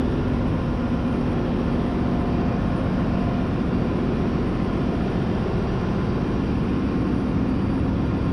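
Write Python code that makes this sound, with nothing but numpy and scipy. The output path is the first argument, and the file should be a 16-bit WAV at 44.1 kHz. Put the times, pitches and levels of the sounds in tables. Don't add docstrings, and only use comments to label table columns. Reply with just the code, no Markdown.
import sys
import numpy as np
from scipy import signal
from scipy.io import wavfile
from scipy.ndimage import uniform_filter1d

SR = 44100
rng = np.random.default_rng(int(sys.argv[2]) if len(sys.argv) > 2 else 0)


def gain_from_db(level_db):
    decades = np.asarray(level_db, float) / 20
    return 10 ** decades


def wav_record(signal):
    frames = np.transpose(np.atleast_2d(signal))
    bounded = np.clip(frames, -1, 1)
    quanta = np.round(bounded * 32767).astype(np.int16)
    wavfile.write(sys.argv[1], SR, quanta)


N = 366912

# t/s, place/1 (0 deck plates, 1 piston)
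WALK = [
    (0, 0),
    (1.5, .05),
    (3, .2),
    (4.5, .35),
    (5.3, .85),
    (6.5, 1),
    (8.4, 1),
]
CYCLE_HZ = 7.4801


def engine(wander=.15, slow_per_s=.25, fast_per_s=.9):
    # f/Hz, rms level/dB each
    weak = [(20, -53.5), (80, -51), (150, -41.5), (230, -44), (300, -52), (450, -52), (600, -57.5),
            (800, -59.5), (1050, -60), (1400, -64), (1900, -77), (2300, -85)]
    # cycle order/1, level at deck plates/dB, level at piston/dB
    whole = [(6, -35, -41), (8, -47, -42), (10, -41, -48), (12, -40, -41), (14, -40, -43), (16, -48, -46),
             (20, -46, -46), (24, -39, -41), (26, -40, -36), (28, -40, -42), (30, -48, -51),
             (32, -31.5, -39), (34, -30.5, -39), (36, -48, -37), (42, -41, -41), (44, -46, -43),
             (46, -57, -55), (48, -47, -42), (50, -50, -46), (54, -47, -48), (68, -48, -49), (72, -49, -54),
             (76, -52, -51), (102, -55, -54), (124, -55, -58), (132, -56, -55)]
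    # cycle order/1, level at deck plates/dB, level at piston/dB
    half = [(9, -38, -34), (15, -46, -40), (21, -39, -42), (23, -38, -42), (25, -37, -34), (27, -42, -38),
            (29, -45, -43), (31, -35, -45), (33, -50, -40), (35, -47, -44), (39, -42, -40), (47, -46, -45),
            (49, -45, -47), (51, -49, -43), (61, -56, -49), (65, -52, -49), (91, -55, -54)]
    t = np.arange(N // 8 + 1) * 8 / SR
    coarse_t = t[::16]
    turns = np.cumsum(cycle_hz(t)) * 8 / SR
    place = np.clip(columns(WALK, t)[0], 0, 1)
    strong = {round(k): (deck_db, piston_db) for k, deck_db, piston_db in whole + half}
    slow = fading(80, coarse_t, slow_per_s)
    fast = fading(220, coarse_t, fast_per_s)
    paths = np.vstack([slow, fast])
    start = np.exp(2j * np.pi * rng.random(300))
    out = np.zeros(len(t))
    cycle = np.exp(2j * np.pi * turns)
    spin = cycle * cycle
    for k in range(3, len(paths)):
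        spin = spin * cycle
        path = paths[k]
        level_db = read(weak, k * CYCLE_HZ)
        if k in strong:
            deck_db, piston_db = strong[k]
            level_db = deck_db * (1 - place) + piston_db * place
            path = steadied(path, wander)
        path = path * gain_from_db(room_db(k * CYCLE_HZ, coarse_t)[0])
        path = np.interp(t, coarse_t, path)
        out += gain_from_db(level_db) * (path * start[k] * spin).real
    return np.sqrt(2) * signal.resample_poly(out, 8, 1)[:N]


def cycle_hz(t):
    slowest_s, recovery_hz_per_s2 = 4.65, .00046
    return CYCLE_HZ + recovery_hz_per_s2 * (t - slowest_s) ** 2


def pump(wander=1.0, per_s=1.7):
    # shaft order/1, rms level/dB
    orders = [(19, -56), (30, -54), (31, -58), (40, -55), (41, -63), (50, -67), (60, -67), (69, -66),
              (70, -69), (71, -69), (80, -66), (90, -70), (100, -72), (110, -71), (120, -79), (140, -80)]
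    # t/s, length/s, tooth 2nd harmonic/dB, gear order 29/dB
    loud_spots = [
        (0.745, 0.66, 6.5, 13.5),
        (2.218, 1, 13.5, 13),
        (3.252, .5, 12.5, 14),
        (3.9, .3, 3.5, 13),
        (4.3, .4, 6, 1),
        (5, .3, 9.5, -2),
        (6, .7, 3.5, 12.5),
    ]
    shaft_hz = 35.092
    usual_db = [[-52.5], [-58]]
    t = np.arange(N) / SR
    coarse_t = t[::64]
    paths = fading(len(orders), coarse_t, per_s)
    out = np.zeros(N)
    for k, level_db in zip((20, 29), spots(loud_spots, t) + usual_db):
        out += gain_from_db(level_db) * np.cos(2 * np.pi * k * shaft_hz * t)
    for (k, level_db), path in zip(orders, paths):
        path = steadied(path, wander)
        gain = np.interp(t, coarse_t, abs(path))
        slip = np.interp(t, coarse_t, np.unwrap(np.angle(path)))
        out += gain_from_db(level_db) * gain * np.cos(2 * np.pi * k * shaft_hz * t + slip)
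    return np.sqrt(2) * out


def blowers():
    # t/s, rising f/Hz, falling f/Hz
    blades = [
        (0, 4612, 4753),
        (1.56, 4612, 4756),
        (2.3, 4613, 4752.5),
        (3.64, 4637, 4738),
        (4.68, 4650.5, 4723.5),
        (6.76, 4664, 4707.5),
        (7.28, 4668.5, 4704.5),
        (8.32, 4679.5, 4686),
    ]
    # 1st harmonic/dB, 2nd harmonic/dB
    rising_ends = [(-66.5, -74.5), (-61, -73)]
    # 1st harmonic/dB, 2nd harmonic/dB
    falling_ends = [(-70.5, -74), (-68.5, -74)]
    # t/s, length/s, 1st harmonic/dB, 2nd harmonic/dB
    rising_glints = [(1.15, .6, -5, 2), (1.653, .3, 5, 1), (2.45, .3, 2, -8), (2.75, .2, 1, 8),
                     (3.45, .2, -6, -2), (3.798, 0.18, 7, -2), (4.44, 0.85, 3.5, 4), (5.8, 0.46, 3, -1),
                     (6.4, 0.17, 0, -4), (6.78, .3, -4, 2), (7.602, .3, 2.5, 2), (7.903, 0.16, -10, -4),
                     (8.25, 0.33, 0, 6)]
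    # t/s, length/s, 1st harmonic/dB, 2nd harmonic/dB
    falling_glints = [(.7, .5, -6, -2), (1.1, .2, 4, 7), (2.38, .2, 4, -11), (2.8, .5, -10, -4),
                      (3.2, .3, 7, 0), (3.85, .3, 4, 0), (4.5, .4, 1, -8), (5.7, 0.28, -8, -5),
                      (6.1, .4, 6, -1), (6.7, .3, -7, 1), (6.95, 0.22, 6, -13), (7.22, 0.27, 3, 7),
                      (7.45, 0.13, 3, -11), (7.75, .3, -2, 4), (7.98, 0.12, 2, -8)]
    rising_hz, falling_hz = columns(blades, np.arange(N) / SR)
    rising = blower(rising_hz, rising_ends, rising_glints, third_db=-99)
    return rising + blower(falling_hz, falling_ends, falling_glints, third_db=-101)


def blower(hz, ends, glints, third_db, tremble_hz=2, flicker_db=2.5, scatter=.65, scatter_s=.022):
    t = np.arange(N) / SR
    coarse_t = t[::64]
    tremble = np.interp(t, coarse_t, fading(1, coarse_t, 3.5)[0].real)
    turns = np.exp(2j * np.pi * np.cumsum(hz + tremble_hz * tremble) / SR)
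    place = columns(WALK, t)[0]
    walk_db = np.outer(ends[0], 1 - place) + np.outer(ends[1], place)
    first_db, second_db = walk_db + spots(glints, t)

    steps = np.clip(rng.standard_normal((2, N // 2048 + 1)), -2, 1)
    steps = np.repeat(steps, 2048, 1)[:, :N]
    flicker = gain_from_db(flicker_db * uniform_filter1d(steps, size=500))

    knots = np.arange(0, t[-1] + 1, scatter_s)
    draws = rng.standard_normal((2, 2, len(knots)))
    first, second = [1 + share * np.interp(t, knots, a + 1j * b)
                     for share, (a, b) in zip((.7 * scatter, scatter), draws)]
    tones = gain_from_db(first_db) * flicker[0] ** .3 * first * turns
    tones += gain_from_db(second_db) * flicker[1] * second * turns ** 2
    tones += gain_from_db(third_db) * flicker[1] * second * turns ** 3
    return tones.real


def roar(patchy_db=1.02, throb=0.037):
    # f/Hz, density/dB per Hz
    density = [(12, -70), (26, -60), (90, -49.5), (180, -50.5), (260, -51.5), (400, -59), (800, -71.5),
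               (1100, -72), (1900, -77), (3200, -81), (4300, -89), (5600, -89), (6700, -106), (9600, -109)]
    # f/Hz, level/dB
    top_air = [(9600, -0.5), (10800, -9), (12200, -6), (14500, -7.5), (15700, -20.5)]
    # t/s, length/s, middle/dB, treble/dB, top air/dB
    facing = [
        (2.7, 1.8, 3, 0.5, 0),
        (5.5, 2.9, -1, 1.4, -1.5),
        (7.3, 0.99, -2.5, -1, -3.5),
        (8.1, 1.2, -2, -1, -6.5),
    ]
    frames, hz = N // 1024 + 5, np.fft.rfftfreq(4096, 1 / SR)
    t = np.arange(frames) * 1024 / SR
    a, b, patches = rng.standard_normal((frames, len(hz), 3)).T
    patches = uniform_filter1d(uniform_filter1d(patches, size=20, axis=0), size=12, axis=1)
    band = np.interp(np.log(hz + 1), np.log([300, 700, 2500, 9800, 12000]), [-1, 0, 1, 1, 2])
    share = np.clip(1 - abs(band[:, None] - np.arange(3)), 0, 1)
    field_db = (read(density, hz) + read(top_air, hz))[:, None]
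    field_db = field_db + share @ spots(facing, t)
    field_db += patchy_db * patches / patches.std()
    field_db += room_db(hz, t)
    spectrum = (a + 1j * b) * gain_from_db(field_db)
    noise = signal.istft(spectrum, SR, nperseg=4096, noverlap=3072, scaling="psd")[1][:N]
    crank = 4 * np.pi * np.cumsum(cycle_hz(np.arange(N) / SR)) / SR
    return gain_from_db(-0.24) * noise * (1 + throb * np.cos(crank))


def room_db(hz, t):
    # f/Hz, width/Hz, level/dB
    casings = [(26, 10, 1.5), (523.5, 23, 2.5), (716, 27, 2), (760, 43, 2), (1060, 58, 3), (1418, 33, 3.5),
               (1757, 140, 3), (2420, 130, 3.5), (2714, 130, 3), (9200, 1200, 4.5)]
    # t/s, length/s, strongest hum/dB, pocket above it/dB, upper pocket/dB
    nodes = [
        (0, 0.64, -0.5, 4, -1),
        (.75, 0.51, -4, -5.5, -2.5),
        (1.5, .6, -3, 1, 0.5),
        (1.9, .8, 1.5, 2, 0),
        (2.85, 1, -1.5, -5, 2),
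        (4.2, 0.58, 0, 3.5, -0.5),
        (5.1, 0.36, 3, -0.5, 0.5),
        (5.6, 1.3, -8, 3.5, 2),
        (6.7, 0.54, -0.5, 1.5, -3),
        (7.5, 2.1, 3, -4, -2),
    ]
    hz = np.reshape(hz, (-1, 1))
    colour_db = sum(db * bump(hz, f, width) for f, width, db in casings)
    bent_s, bent_db = 1.6, -10
    bent = bump(np.maximum(t, bent_s / 2), bent_s / 2, bent_s)
    colour_db = colour_db + bump(hz, 194, 26) * bent_db * bent
    for (f, width), db in zip(((277, 91), (388, 80), (666, 260)), spots(nodes, t)):
        colour_db = colour_db + bump(hz, f, width) * db
    return colour_db


def fading(count, t, per_s):
    knots = np.arange(-1, t[-1] * 8 + 2)
    z = rng.standard_normal((count, 600)) + 1j * rng.standard_normal((count, 600))
    z = np.fft.ifft(z * np.exp(-(np.fft.fftfreq(600, 1 / 8) / per_s) ** 2))
    z = z[:, :len(knots)]
    z = z / rms_rows(z)
    return np.array([np.interp(t * 8, knots, row) for row in z])


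def rms_rows(z):
    return np.sqrt(np.mean(abs(z) ** 2, 1, keepdims=True))


def steadied(path, wander):
    return (1 + wander * path) / np.hypot(1, wander)


def columns(rows, t):
    s, *values = np.transpose(rows)
    return [np.interp(t, s, v) for v in values]


def read(points, hz):
    f, value = np.transpose(points)
    return np.interp(np.log(hz + 1), np.log(f + 1), value)


def bump(x, centre, width):
    return np.exp(-((x - centre) / width * 2) ** 2)


def spots(rows, t):
    return sum(np.outer(db, bump(t, s, length)) for s, length, *db in rows)


def scene():
    return (engine() + pump() + blowers() + roar())[None]


def top_dropouts(x, masking=.2):
    # low/Hz, high/Hz, share of frames lost/1
    bands = ((10000, 10400, .13), (10400, 10900, .22), (10900, 11300, .2),
             (14700, 15100, .3), (15100, 16000, .75))
    hz, t, z = signal.stft(x, SR, nperseg=1024)
    luck = uniform_filter1d(rng.standard_normal((len(bands), len(t))), size=4)
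    blade = (hz > 9200) & (hz < 9550)
    tone_db = 20 * np.log10(abs(z[0, blade]).max(0) + 1e-9)
    luck -= .2 * np.clip(t - 6, 0, 1.5)
    luck -= masking * uniform_filter1d(tone_db, size=6)
    for (low, high, share), row in zip(bands, luck):
        z[:, (hz >= low) & (hz < high)] *= row > np.quantile(row, share)
    return signal.istft(z, SR, nperseg=1024)[1][:, :N]


def band_limit(x):
    return signal.sosfilt(signal.butter(12, 15460, fs=SR, output="sos"), x)


def record(dry, trim_db=0.85):
    ceiling, squeeze = .33, .24
    low = signal.sosfiltfilt(signal.butter(2, 700, fs=SR, output="sos"), dry)
    power = uniform_filter1d(uniform_filter1d(low ** 2, size=600), size=600)
    evened = low * (power / power.mean()) ** (-squeeze / 2)
    rounded = ceiling * np.tanh(gain_from_db(trim_db) * evened / ceiling)
    rounded = signal.sosfiltfilt(signal.butter(4, 1500, fs=SR, output="sos"), rounded)
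    mix = top_dropouts(rounded + dry - low)
    return band_limit(mix)


dry = scene()
out = record(dry)
wav_record(out)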